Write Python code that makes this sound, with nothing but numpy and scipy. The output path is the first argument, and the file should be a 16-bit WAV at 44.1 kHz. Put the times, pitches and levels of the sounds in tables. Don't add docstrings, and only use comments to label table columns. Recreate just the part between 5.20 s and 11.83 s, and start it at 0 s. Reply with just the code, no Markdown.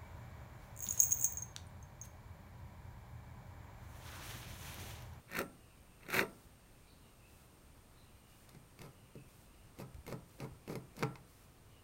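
import sys
import numpy as np
from scipy import signal
from scipy.fft import rfft, irfft
from scipy.io import wavfile
from scipy.ndimage import uniform_filter1d

SR = 44100
rng = np.random.default_rng(int(sys.argv[2]) if len(sys.argv) > 2 else 0)


def to_wav(s):
    ch = np.atleast_2d(s).T
    pcm = np.round(np.clip(ch, -1, 1) * 32767)
    wavfile.write(sys.argv[1], SR, pcm.astype(np.int16))


N = 292383
T = np.arange(N) / SR
BUILD_DB = 25

# start/s, pressure rise/s, hold/s, crack/dB, tick/dB, thump/dB
STROKES = [(0.077, 0.1, .022, -42, -53, -42.5), (0.778, 0.045, 0.06, -66, -74, -62.5),
           (0.883, 0.06, 0.066, -35, -43, -39.5), (3.195, 0.069, 0.1, -74, -80, -68.5),
           (3.578, 0.031, 0.054, -63, -66, -53), (4.55, 0.047, .025, -63.5, -59.5, -47),
           (4.863, .02, 0.048, -61, -60.5, -46.5), (5.179, 0.023, .045, -60.5, -63.5, -45),
           (5.455, 0.044, 0.037, -58.5, -58.5, -48), (5.735, 0.057, 0.029, -59, -60, -44.5)]


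def knife(tail_from_s=2):
    # t/s, crack/dB, tick/dB, thump/dB
    loud_snaps = [(0.1152, -47, -48, -49.5), (0.134, -42, -47, -44.5), (0.1515, -40, -42.5, -45),
                  (0.1679, -35.5, -38, -50.5), (0.1882, -29, -31.5, -38.5), (0.2049, -58, -64, -30),
                  (0.2145, -39, -42, -38), (.8314, -48.5, -65, -49), (.864, -45.5, -67, -47),
                  (0.8867, -44.5, -51, -40.5), (0.9015, -35.5, -41.5, -58), (0.9419, -29.5, -35.5, -42),
                  (0.9657, -23.5, -36, -51), (0.9917, -19.5, -38, -44), (1.0127, -44, -51, -30.5),
                  (1.0279, -46, -46, -31), (3.291, -68, -50, -65), (3.3475, -53, -60, -45),
                  (3.5899, -49.5, -53, -45.5), (3.616, -45.5, -47, -45.5), (3.9538, -55.5, -64, -40.5),
                  (4.5872, -51, -52.5, -44), (4.5998, -51, -53, -37), (4.7434, -60, -56.5, -55),
                  (4.865, -47, -48.5, -45.5), (4.8783, -42, -47, -37.5), (4.9248, -42, -49, -32),
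                  (5.202, -44, -49, -39.5), (5.4771, -46.5, -51.5, -38), (5.4973, -47, -57, -32.5),
                  (5.554, -43, -43.5, -33.5), (5.7664, -56, -48.5, -51), (5.791, -51, -45, -54),
                  (5.8259, -31.5, -48, -21), (5.832, -28.5, -56, -33), (5.9555, -45, -70, -71)]
    # f/Hz, level/dB
    back_crack = [(400, -11.5), (750, -10.5), (1180, -10.5), (1340, 1.5), (1500, -3), (1650, -3),
                  (2020, -1), (2700, -5.5), (3050, -20), (3700, -13.5), (4400, -14), (4900, -41),
                  (9000, -34)]
    tail_crack = [(400, -1.5), (900, -5.5), (1250, -4.5), (1650, -8.5), (2100, 0), (2500, -3.5),
                  (3150, -16), (4300, -11.5), (5400, -14.5), (9000, -27.5)]
    back_tick = [(3000, -21), (4800, -2), (6200, 0.5), (7900, -5), (8900, 1.5), (10200, -13), (11900, 5),
                 (13700, -8.5), (15000, -1), (16000, -3.5)]
    tail_tick = [(3000, -5.5), (4500, 2), (6800, -3), (7800, -3), (10200, -4), (12000, 0), (13700, -6),
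                 (16000, -7)]
    dead_thump = [(50, -21.5), (100, -8), (150, 2.5), (450, 0), (700, -8), (1200, -10), (2500, -22.5),
                  (6000, -65)]
    times, crack_db, tick_db, thump_db = np.transpose(loud_snaps + ridges())
    rasp_db, hiss_db, drag_db = np.transpose(STROKES)[3:]
    breaks = snaps(times, crack_db, length_s=0.0011, tear_s=0.0011)
    breaks += grind(rasp_db, clicks_per_s=4000, judder_db=3)
    chips = snaps(times, tick_db, length_s=0.0014, tear_s=0.0013)
    chips += grind(hiss_db, clicks_per_s=7100, judder_db=0.5, release_s=0.012)
    push = jerks(times, thump_db) + grind(drag_db, clicks_per_s=1500, judder_db=2)
    back, tail = T < tail_from_s, T >= tail_from_s
    crack = colour(breaks * back, back_crack) + colour(breaks * tail, tail_crack)
    tick = colour(chips * back, back_tick) + colour(chips * tail, tail_tick)
    thump = colour(push, dead_thump)
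    direct = undb(0.4) * crack + undb(-2.5) * tick + undb(-6) * thump
    wash = undb(-12) * diffuse(crack, t60=0.16, rise_s=0.0033)
    wash += undb(-10) * diffuse(tick, t60=0.16, rise_s=0.0012)
    wash += undb(-11.5) * diffuse(thump, t60=0.48, rise_s=0.0031)
    return direct + hull(push, breaks, back, tail) + wash


def ridges(count=7, jitter=0.25, scatter_db=3):
    over_grind_db = [0.5, -1.5, -2]
    rows = []
    for start, rise, hold, *stroke_db in STROKES:
        for k, (late, strength, weight) in enumerate(rng.standard_normal((count, 3))):
            age = (k + 0.5 + jitter * late) / count * (rise + hold)
            press_db = np.interp(age, [0, rise], [-BUILD_DB, 0])
            chance_db = scatter_db * np.array([strength, strength, weight])
            rows.append((start + age, *(press_db + chance_db + stroke_db + over_grind_db)))
    return rows


def snaps(times, levels_db, length_s, tear_s):
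    track, t = np.zeros(N), T[:SR // 60]
    for s, db in zip(times, levels_db):
        burst = rng.standard_normal(len(t)) * t * np.exp(-t / tear_s)
        add(track, s, burst / np.linalg.norm(burst) * undb(db) * np.sqrt(length_s * SR))
    return track


def grind(levels_db, clicks_per_s, judder_db, release_s=0.038):
    pressure = np.zeros(N)
    for (start, rise, hold, *_), db in zip(STROKES, levels_db):
        corners = start + np.cumsum([0, rise, hold, release_s])
        press_db = np.interp(T, corners, [-BUILD_DB, 0, 0, -BUILD_DB])
        pressure += undb(db + press_db) * (T > start) * (T < corners[-1])
    clicks = (rng.random(N) < clicks_per_s / SR) * rng.standard_normal(N)
    return pressure * unit(clicks * undb(judder_db * walk(350)))


def jerks(times, levels_db, length_s=0.0056, usual_contact_s=0.0026, usual_db=-43, hardening=0.97):
    track, t = np.zeros(N), T[:SR // 60]
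    for s, db in zip(times, levels_db):
        stretch = undb(-hardening * (db - usual_db))
        pulse = np.sin(np.pi * np.minimum(t / (usual_contact_s * stretch), 1)) ** 2
        impulse = stretch ** 0.35 * undb(db + 3.5) * np.sqrt(length_s * SR)
        add(track, s, impulse * pulse / pulse.sum())
    return track


def hull(push, breaks, back, tail):
    # f/Hz, t60/s, level/dB when pushed under the fish's back, level/dB near its tail
    modes = [(129.4, 0.31, -9.5, 8.5), (155.3, 0.2, -14, 3), (171.9, 0.48, -7, -2.5), (192.3, 0.24, -12, 0),
             (227.5, 0.34, -5, -2), (249.7, 0.46, -9.5, -18), (295, 0.24, -8, -0.5),
             (306.6, 0.23, -14, -8.5), (383, 0.11, 8, 1.5), (436, 0.14, 7.5, 10), (475, 0.057, -1, 7),
             (512, 0.21, -9.5, -10), (556.3, 0.18, 1.5, -6.5), (660, 0.16, 0, -1), (745, 0.13, -8.5, -8),
             (820, 0.17, -6, 0), (937, 0.15, -2, -6), (1016, 0.11, 1, 0), (1181, 0.15, -3, -7),
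             (1288, 0.14, -2.5, -5.5), (1352, 0.36, -5, -12.5), (1390, 0.11, -4, -10), (1828, 0.16, 3, -12),
             (1795, 0.06, 8, -17.5), (1990, 0.037, 5, -9), (2058, 0.065, 3, 4), (2250, 0.064, -6, -4),
             (2393, 0.07, -6, -3.5), (2623, 0.087, -13, -3)]
    low = [mode for mode in modes if mode[0] < 1400]
    high = [mode for mode in modes if mode[0] >= 700]
    boom = undb(-2) * sheet_metal(push * back, low, zone=0)
    boom += undb(-2.5) * sheet_metal(push * tail, low, zone=1)
    clank = undb(-9.5) * sheet_metal(breaks * back, high, zone=0)
    clank += undb(-6.5) * sheet_metal(breaks * tail, high, zone=1)
    return boom + clank


def sheet_metal(force, modes, zone):
    t = T[:SR // 2]
    partials = [(-1) ** k * undb(db[zone]) * np.sin(2 * np.pi * hz * t) * fade(t, t60)
                for k, (hz, t60, *db) in enumerate(modes)]
    return ring(force, sum(partials))


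def rocking(hz=68, swell_s=0.0069):
    # t/s, level/dB
    bumps = [(4.744, -46.5), (4.783, -47.5), (5.019, -54), (5.317, -51), (5.83, -57)]
    track, t = np.zeros(N), T[:SR // 5]
    envelope = t / swell_s * np.exp(1 - t / swell_s)
    for s, db in bumps:
        add(track, s, undb(db) * np.sqrt(2) * np.sin(2 * np.pi * hz * t) * envelope)
    return track


def whine(cutting, ring_s=0.044, swell_db=-9, fade_from_s=5.9, fade_db_per_s=7):
    # f/Hz, level/dB
    partials = [(8559, -101), (8626, -79.5), (8692, -86), (8760, -95)]
    treble = signal.sosfilt(signal.butter(2, [8000, 9300], "band", fs=SR, output="sos"), cutting)
    decay = np.exp(-1 / (ring_s * SR))
    treble_power = signal.lfilter([1 - decay], [1, -decay], treble ** 2)
    tone = sum(undb(db) * np.sqrt(2) * np.sin(2 * np.pi * np.cumsum(hz + 1.5 * walk(8.5)) / SR)
               for hz, db in partials)
    floor = np.std(tone) * undb(-fade_db_per_s * np.maximum(T - fade_from_s, 0))
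    return unit(tone) * np.sqrt(floor ** 2 + undb(swell_db) ** 2 * treble_power)


def birds():
    # t/s, length/s, start f/Hz, end f/Hz, trill/share of the pitch, level/dB
    calls = [(1.629, 0.11, 4350, 3820, 0.064, -72), (1.814, 0.052, 4150, 3880, 0.057, -77),
             (2.71, 0.13, 4130, 3530, .07, -73), (3.92, 0.11, 2640, 2643, 0.013, -70),
             (6.424, .18, 2970, 2820, 0.023, -76)]
    whistles, chorus = np.zeros(N), np.zeros(N)
    wobble = walk(200)
    for s, length, start_hz, end_hz, trill, db in calls:
        n = int(length * SR)
        hz = np.linspace(start_hz, end_hz, n) * (1 + trill * wobble[int(s * SR):][:n])
        tone = np.sin(2 * np.pi * np.cumsum(hz) / SR)
        add(whistles, s, undb(db) * np.sqrt(2) * np.hanning(n) * tone)
    for hz in (2380, 2620, 2850):
        band = [(0.86 * hz, -30), (hz, 0), (1.14 * hz, -30), (2 * hz, -60)]
        chorus += colour(rng.standard_normal(N), band) * undb(5.7 * walk(11))
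    return undb(2.5) * diffuse(whistles, t60=0.56, rise_s=0.0038) + undb(-89) * chorus


def background(swell_start_s=1.077, swell_s=0.19):
    # f/Hz, level/dB
    air_spectrum = [(12, -28), (20, -1.5), (81, -1), (113, -0.5), (203, -8.5), (233, -8.5), (365, -12.5),
                    (554, -15), (713, -16.5), (1250, -18), (1470, -21.5), (3910, -27.5), (5780, -29.5),
                    (8790, -29.5), (15800, -31.5)]
    rumble_spectrum = [(20, -1.5), (60, 0), (130, -18), (400, -29), (2000, -36)]
    air = unit(colour(rng.standard_normal(N), air_spectrum)) * undb(-61.5 + 0.043 * walk(0.88))
    rumble = colour(rng.standard_normal(N), rumble_spectrum) * undb(-75 + 2.3 * walk(9))
    swelling = ((T - swell_start_s) % 1 < swell_s) & (T > swell_start_s)
    hiss = undb(-70) * uniform_filter1d(swelling.astype(float), SR // 30) * rng.standard_normal(N)
    return air + rumble + hiss


def undb(db):
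    return 10 ** (np.asarray(db) / 20)


def unit(x):
    return x / np.sqrt(np.mean(x ** 2))


def add(track, s, x):
    i = max(int(s * SR), 0)
    track[i:i + len(x)] += x[:N - i]


def ring(x, response):
    return signal.fftconvolve(x, response / np.linalg.norm(response))[:N]


def colour(x, points, size=4096):
    hz, db = np.transpose(points)
    bin_hz = np.maximum(np.arange(size // 2 + 1) * SR / size, 1)
    gain = undb(np.interp(np.log(bin_hz), np.log(hz), db))
    cepstrum = irfft(np.log(gain))
    cepstrum[1:size // 2] *= 2
    cepstrum[size // 2 + 1:] = 0
    return ring(x, irfft(np.exp(rfft(cepstrum))))


def walk(rate_hz):
    k = int(SR / rate_hz)
    steps = np.repeat(rng.standard_normal(N // k + 1), k)
    return unit(uniform_filter1d(uniform_filter1d(steps, k), k)[:N])


def fade(t, t60):
    return np.exp(-np.log(1000) * t / t60)


def diffuse(x, t60, rise_s):
    t = T[:SR // 2]
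    return ring(x, rng.standard_normal(len(t)) * fade(t, t60) * (1 - np.exp(-t / rise_s)))


def scene():
    cutting = knife()
    return (cutting + rocking() + whine(cutting) + birds() + background())[None]


def record(dry, top_hz=15800):
    return signal.sosfilt(signal.ellip(10, 0.2, 70, top_hz, fs=SR, output="sos"), dry)


dry = scene()
out = record(dry)
to_wav(out)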